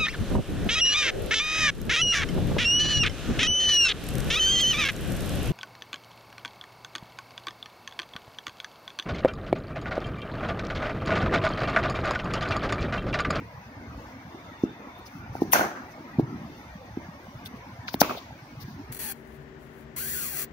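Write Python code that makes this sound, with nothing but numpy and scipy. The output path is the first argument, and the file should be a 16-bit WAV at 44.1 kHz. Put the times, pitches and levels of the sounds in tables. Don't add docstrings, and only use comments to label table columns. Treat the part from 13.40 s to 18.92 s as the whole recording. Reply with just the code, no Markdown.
import sys
import numpy as np
from scipy import signal
from scipy.fft import rfft, irfft, next_fast_len
from scipy.io import wavfile
from scipy.ndimage import uniform_filter1d

SR = 44100
rng = np.random.default_rng(int(sys.argv[2]) if len(sys.argv) > 2 else 0)


def log_audio(samples):
    frames = np.atleast_2d(samples).T
    limited = np.clip(frames, -1, 1)
    pcm = np.round(limited * 32767).astype(np.int16)
    wavfile.write(sys.argv[1], SR, pcm)


def level_to_linear(level):
    exponent = np.asarray(level, float) / 20
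    return 10 ** exponent


N = 243431
T = np.arange(N) / SR
SPLIT_HZ = 8000
HALVES = np.array([[.5], [-.5]])


def on_log(table, hz):
    point_hz, value = np.transpose(table)
    return np.interp(np.log(np.maximum(hz, 1)), np.log(point_hz), value)


def colour(x, table, lo_hz, hi_hz):
    size = next_fast_len(N)
    hz = np.arange(size // 2 + 1) * SR / size
    gain = level_to_linear(on_log(table, hz)) * (hz >= lo_hz) * (hz < hi_hz)
    y = irfft(rfft(x, size) * gain, size)[..., :N]
    return y / np.sqrt(np.mean(y ** 2))


def walk(rate):
    hold = int(SR / rate)
    steps = np.repeat(rng.standard_normal(N // hold + 1), hold)
    return uniform_filter1d(uniform_filter1d(steps, hold), hold)[:N]


def add_ring(out, s, db, hz, rise_ms, swing, lag_ms, soft):
    start = int(s * SR) - 40
    at = np.arange(start, min(N, start + 2600))
    t = np.maximum(at / SR - s - HALVES * lag_ms / 1000, 0)
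    u = t / (rise_ms / 1000)
    out[:, at] += swing * level_to_linear(db) * (u * np.exp(1 - u)) ** soft * np.sin(2 * np.pi * hz * t)


def town():
    # pitch in Hz, level in dB per Hz.
    spectrum = [(15, -50), (25, -42), (40, -23), (55, -2), (107, 1.5), (148, -7.5), (261, -2), (425, -15),
                (881, -10.5), (1360, -16), (2150, -17.5), (3050, -29), (6140, -32), (7630, -47),
                (15800, -38)]
    # pitch in Hz, how alike left and right are (1 = the same).
    likeness = [(60, .98), (290, 0.99), (640, 0.91), (1400, 0.28), (3100, 0.053), (7000, .05)]
    # pitch in Hz, left minus right in dB.
    ports = [(60, -0.5), (110, -0.5), (200, 0), (380, 0.0), (700, 0.5), (1290, 0.5), (2380, 1.0),
             (4400, 1.5), (8120, 9), (15000, 3)]
    # pitch in Hz, spread of the patches in dB.
    mottle = [(60, 3.5), (200, 5), (700, 3.5), (2000, 4.5), (4000, 3.0), (12000, 4)]
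    # time in
    # seconds, level in dB.
    bustle = [(0.0, -51), (0.52, -48), (0.83, -49.5), (1.34, -47.5), (1.66, -51.5), (2.09, -39.5),
              (2.26, -50), (2.49, -47.5), (2.86, -45), (2.97, -44.5), (3.32, -50), (3.8, -49),
              (4.18, -46.5), (4.63, -47), (5.0, -50.5), (5.52, -45)]
    edges_hz = [15, 90, 450, 2800, 16000]
    # mean level in dB, share of the bustle it follows, own drift in dB, fade in dB per second.
    layers = [
        (-53.5, 0.58, 3, -0.56),
        (-49, 0.92, 2.5, -0.03),
        (-49, 0.18, 1.15, .5),
        (-61, .1, 1.7, 0.04),
    ]
    lead_ms = 0.19

    hz, _, (mid, side) = signal.stft(rng.standard_normal((2, N)), SR, nperseg=1024)
    hz, sides = hz[:, None], np.array([1, -1])[:, None, None]
    like = np.clip(on_log(likeness, hz), 0, 1)
    pair = mid * np.sqrt(1 + like) + sides * side * np.sqrt(1 - like)
    pair = pair * level_to_linear(on_log(spectrum, hz) + sides * on_log(ports, hz) / 2)
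    pair = pair * np.exp(1j * np.pi * sides * hz * lead_ms / 1000)
    patches = uniform_filter1d(rng.standard_normal(mid.shape), size=3, axis=0)
    patches = uniform_filter1d(patches, size=4, axis=1)
    pair = pair * level_to_linear(on_log(mottle, hz) * patches / patches.std())

    bustle_db = np.interp(T, *np.transpose(bustle))
    bustle_db = bustle_db - bustle_db.mean()
    out = 0
    for lo, hi, (db, share, drift_db, fade_db) in zip(edges_hz, edges_hz[1:], layers):
        part = signal.istft(pair * (hz >= lo) * (hz < hi), SR, nperseg=1024)[1][:, :N]
        level_db = db + share * bustle_db + drift_db * walk(5.44) - fade_db * (T - T.mean())
        out = out + part / np.sqrt(np.mean(part ** 2)) * level_to_linear(level_db)
    return out


def insect():
    # time in seconds, level in dB.
    song = [(0, -78), (.3, -81), (.9, -67), (1.1, -63), (1.8, -67.5), (2.1, -66.5), (3, -72), (5.52, -76)]
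    line = signal.lfilter(*signal.iirpeak(3580, 60, fs=SR), rng.standard_normal((2, N)))
    return line / line.std() * level_to_linear(np.interp(T, *np.transpose(song)) + 6.1 * walk(7.3) - 3.5)


def footsteps():
    # time in seconds, peak in dB, thud pitch in Hz.
    steps = [(0.016, -35, 290), (0.254, -37.5, 109), (0.359, -37, 108), (0.466, -35.5, 93),
             (0.54, -36, 58.7), (0.572, -34, 260), (0.94, -35.5, 255), (1.111, -38.5, 246),
             (1.466, -34.5, 255), (1.59, -40, 312), (1.747, -33.5, 170), (2.602, -38, 300),
             (2.821, -24, 129), (2.954, -33.5, 257), (3.008, -37, 177), (3.043, -33, 190), (3.30, -41, 62),
             (3.349, -33.5, 189), (3.681, -32.5, 175), (3.876, -37.5, 197), (3.944, -35, 127),
             (4.135, -35, 228), (4.314, -39, 110), (4.382, -33, 109), (4.914, -36, 134),
             (5.017, -38.5, 129), (5.163, -35.5, 119), (5.237, -34, 121), (5.276, -34, 197),
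             (5.49, -38, 131)]
    out = np.zeros((2, N))
    for s, db, hz in steps:
        add_ring(out, s + .003, db, hz, rise_ms=1.05 * 1000 / hz, swing=-1, lag_ms=-.1, soft=1.8)
    return out


def taps():
    # time in seconds, peak in dB, thud pitch in Hz, rise in ms, blade ring in dB over the thud.
    lanes = [
        [(1.2356, -8, 285, 2.6, -26), (2.7852, -9.5, 180, 2.9, -40), (4.5436, -18, 255, 2.6, -40)],
        [(2.0189, -9, 315, 2.9, -12), (1.9522, -26, 320, 1.8, 2), (2.7945, -8, 290, 2.6, -15),
         (3.5712, -19, 275, 2.8, -24)],
    ]
    lane_lags_ms = [
        0.13,
        -0.2,
    ]
    out = np.zeros((2, N))
    for lag_ms, lane in zip(lane_lags_ms, lanes):
        for s, db, hz, rise_ms, blade_db in lane:
            add_ring(out, s, db, hz, rise_ms, -1, lag_ms, soft=2.8)
            add_ring(out, s, db + blade_db, 781, 1.17, -1, lag_ms, soft=0.76)
    return out


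def ground_return(thuds):
    t = T[:int(.4 * SR)]
    same, other = rng.standard_normal((2, len(t)))
    returns = same + 0.15 * other * np.array([[1], [-1]])
    returns = returns * level_to_linear(-60 * t / 0.31) * (t > .008)
    return thuds + level_to_linear(-41) * signal.fftconvolve(thuds, returns, axes=1)[:, :N]


def lane_treble():
    # pitch in Hz, level in dB per Hz.
    colours = [
        [(1180, -30), (2000, -4.5), (3730, -14.5), (4670, -14), (5090, -16), (6100, -7.5), (7510, -22.5),
         (10700, -5.5), (12200, -7.5), (14900, -5.5), (15800, -6)],
        [(1180, -36), (2000, 2.5), (3360, 3.5), (4060, 2), (4790, 0.5), (6480, -1.5), (8260, -17), (10200, -5),
         (12500, -8), (14100, 2.5), (15800, 1)],
    ]
    noise = rng.standard_normal((2, 2, N))
    mids = [colour(noise[0], lane, 2000, SPLIT_HZ) for lane in colours]
    tops = [colour(noise[1], lane, SPLIT_HZ, SR / 2) for lane in colours]
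    return mids, tops


def hiss_bursts(mids, tops):
    # middle in seconds, mid band in dB, its pitch in Hz, above 8 kHz in dB,
    # left minus right in dB.
    snaps = [(1.239, -57.5, 5400, -61, 8), (1.670, -52.5, 4900, -51, 3), (1.59, -70, 3600, -57, 3),
             (2.128, -31.5, 3300, -18, 7), (2.135, -24.5, 5530, -18, 12), (2.52, -59.5, 5500, -60, 6),
             (2.80, -55, 4000, -55, 2.5), (4.065, -48, 4060, -44, 9.5), (4.17, -65, 4000, -62, 7),
             (4.488, -41, 4500, -70, 6), (4.543, -50, 4930, -39.5, 15), (4.611, -22.5, 5700, -28, 17.5),
             (4.613, -34.5, 2300, -17, 8.5), (4.780, -45, 3830, -51.5, 7)]
    # middle in seconds, length in ms, mid band in dB, above 8 kHz in dB, left minus right in dB.
    long_bursts = [(1.75, 140, -65, -62, 8), (1.965, 83, -58.5, -56, 6), (2.022, 37, -54, -49.5, 2),
                   (2.07, 130, -60, -62, 5), (3.19, 79, -64, -63, 9), (4.51, 90, -54.5, -55, 13),
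                   (5.22, 43, -51, -47.5, 13), (5.30, 120, -60.5, -60, 7)]
    bursts = []
    for s, db, hz, top_db, pan_db in snaps:
        length_ms = min(5.5 - 0.54 * max(db, top_db), 32)
        bursts.append((s, length_ms, db, hz, top_db, pan_db))
    bursts += [(s, length_ms, db, 4900, *rest) for s, length_ms, db, *rest in long_bursts]

    out = np.zeros((2, N))
    for s, length_ms, mid_db, hz, top_db, pan_db in bursts:
        lane = int(s > 4.4)
        at = np.flatnonzero(np.abs(T - s) < length_ms / 2000)
        shape = np.maximum(np.cos(np.pi * (T[at] - s) * 1000 / length_ms), 0) ** 0.63
        peak = signal.iirpeak(hz, 1.7, fs=SR)
        ring = signal.lfilter(*peak, signal.lfilter(*peak, mids[lane][:, at]))
        middle = ring / ring.std() * level_to_linear(mid_db + 0.63 * pan_db * HALVES)
        top = tops[lane][:, at] * level_to_linear(top_db + pan_db * HALVES)
        out[:, at] += shape * (middle + top)
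    return out


def knocks():
    # time in seconds, peak in dB, ring pitch in Hz, rise in ms, left port late by ms.
    rows = [(1.662, -45.5, 5050, 3.5, .005), (1.862, -39, 850, 1.3, -0.29), (2.155, -13.5, 750, .6, -0.34),
            (2.158, -14, 1510, 1.2, -0.28), (2.1945, -9, 780, 0.52, -0.39),
            (2.2083, -19.5, 720, 1.9, -0.14), (2.219, -22, 800, 0.61, -.13),
            (2.2083, -17, 1480, 1.9, -0.18), (2.7925, -29, 694, 1.8, -0.21), (2.8043, -22, 300, 3.5, -.1),
            (3.869, -39.5, 700, 1.4, -.15), (4.696, -21, 1250, 0.79, .09), (4.7096, -21.5, 885, 0.9, .087),
            (4.7104, -20, 1100, 1.25, .01), (4.7725, -31.5, 675, 2.6, .01), (4.907, -39, 777, 2.2, .01)]
    out = np.zeros((2, N))
    for s, db, hz, rise_ms, lag_ms in rows:
        add_ring(out, s, db, hz, rise_ms, -1, lag_ms, soft=1.3)
    return out


def strike(out, rings, s, swing, lag_ms, soft):
    for hz, db, rise_ms, late_ms in rings:
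        treble_late_ms = .12 * (hz > 3000)
        add_ring(out, s + late_ms / 1000, db, hz, rise_ms, swing, lag_ms + treble_late_ms, soft)


def cracks():
    # pitch in Hz, peak in dB, rise in ms, late by ms.
    far_bat = [(1310, -7, 0.31, 0.15), (950, -5, 1, 1.7), (1940, -13.5, 1.7, 0.57), (2440, -18.5, .8, .2),
               (6360, -13, 0.62, .6), (4700, -22, 1.14, .4)]
    buckle = [(3510, -31, 1.2, 0), (5200, -42, 0.62, 0.24), (7950, -34, 0.6, 0.038)]
    spikes = [(2350, -21.5, .42, 0.29), (4000, -31, 0.57, 0.084), (1520, -22, 0.58, 4.9),
              (3730, -30.5, 0.5, 4.2)]
    bounce = [(745, -18.5, 1, 0), (2030, -24.5, 0.55, 0.031), (3760, -18, 0.15, .3)]
    near_bat = [(260, -12, 2.6, 0), (730, 0, .85, .8), (1400, -9, .8, .9), (2700, -15, .3, 1.2),
                (4200, -12, .5, 1.2)]
    out = np.zeros((2, N))
    strike(out, far_bat, 2.1326, swing=-1, lag_ms=-.37, soft=1.2)
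    strike(out, buckle, 4.0592, swing=1, lag_ms=-.32, soft=1.6)
    strike(out, spikes, 4.4818, swing=-1, lag_ms=.16, soft=1.2)
    strike(out, bounce, 4.5421, swing=1, lag_ms=.14, soft=1.5)
    strike(out, near_bat, 4.6153, swing=-1, lag_ms=.12, soft=1.6)
    return out


def tail_gains(band):
    starts_s = [
        2.14,
        4.627,
    ]
    # late by seconds, level in dB, build-up in seconds.
    walls = [
        [(.003, 0, .008), (.08, -2.5, 0.037), (.23, -18, .03)],
        [(0, 0, 0.011), (.075, -3, .02), (.2, -24, .04)],
    ]
    # first level in dB, seconds
    # to fall 60 dB, change at the stand in dB, change at the building in dB.
    scatter = [
        [(-23, 0.37, -0.5, -7), (-22.5, 0.37, -2.5, 1), (-27, 0.41, -17, -14), (-23.5, 0.3, -20, -25)],
        [(-29.5, 0.3, 1.5, -1.5), (-30, 0.24, -0.5, -8), (-38, 0.6, -6.5, -4), (-36.5, 0.39, -6.5, -20)],
    ]
    gains = []
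    for s, lane_walls, bands in zip(starts_s, walls, scatter):
        first_db, t60, *change_db = bands[band]
        total = 0
        for (late, db, build), wall_db in zip(lane_walls, [0] + change_db):
            t = T - s - late
            fall_db = 60 * np.maximum(t, 0) / t60
            gain = np.clip(t / build + 1, 0, 1) * level_to_linear(first_db + db + wall_db - fall_db)
            total = total + gain ** 2
        gains.append(np.sqrt(total))
    return gains


def stands():
    # pitch in Hz, level in dB per Hz.
    echo_colours = [
        [(59, -51), (100, -29), (225, -2), (263, -11.5), (326, 0), (446, -9.5), (618, -2), (989, -4), (1490, 2),
         (1720, -2.5), (3000, -27.5), (3900, -56), (6600, -120)],
        [(59, -52), (100, -15.5), (245, 0), (392, -0.5), (433, -6), (544, -3), (584, -3), (1260, -3),
         (1750, -17.5), (2600, -7.5), (3000, -24), (3900, -53), (6600, -120)],
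    ]
    when, side, size, sign = rng.random((16000, 4)).T
    clicks = np.zeros((2, N))
    at = (when * (N - 50) + 25).astype(int)
    lag = (0.00039 * SR * (side - .7)).astype(int)
    strength = level_to_linear(np.minimum(-2.0 * np.log(size), 8)) * np.sign(sign - .5)
    np.add.at(clicks[0], at + lag, strength)
    np.add.at(clicks[1], at - lag, strength)
    low = sum(g * colour(clicks, e, 60, 950) for g, e in zip(tail_gains(0), echo_colours))
    high = sum(g * colour(clicks, e, 950, 3000) for g, e in zip(tail_gains(1), echo_colours))
    return low + high


def bright_tails(mids, tops):
    middle = sum(m * g for m, g in zip(mids, tail_gains(2)))
    top = sum(t * g for t, g in zip(tops, tail_gains(3)))
    return middle * level_to_linear(2.4 * HALVES) + top * level_to_linear(8.1 * HALVES)


def scene():
    mids, tops = lane_treble()
    background = town() + insect()
    thuds = ground_return(footsteps() + taps())
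    blows = thuds + hiss_bursts(mids, tops) + knocks() + cracks()
    return background + blows + stands() + bright_tails(mids, tops)


def thin(x):
    # pitch in Hz, share of its neighbours' strength that a line needs to stay.
    thrift = [(600, 0.054), (1500, 0.13), (6500, 0.3), (7500, 0.85), (12000, 1.14), (14500, 0.67)]
    hz, _, z = signal.stft(x, SR, window="cosine", nperseg=1024)
    near = np.sqrt(uniform_filter1d(np.abs(z) ** 2, size=12, axis=1))
    excess = np.abs(z) / (near + 1e-12) - on_log(thrift, hz)[:, None]
    keep = np.clip(excess / 0.41, 0, 1) * (hz < 15650)[:, None]
    return signal.istft(z * keep, SR, window="cosine", nperseg=1024)[1][:, :N]


def roll_off(x):
    return signal.sosfilt(signal.butter(12, 16620, fs=SR, output="sos"), x)


def record(dry):
    x = signal.sosfilt(signal.butter(2, 42, "high", fs=SR, output="sos"), dry)
    rounded = np.tanh(0.74 * x) / 0.69
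    mix = np.clip(thin(rounded), -.9, .9)
    return roll_off(mix)


dry = scene()
out = record(dry)
log_audio(out)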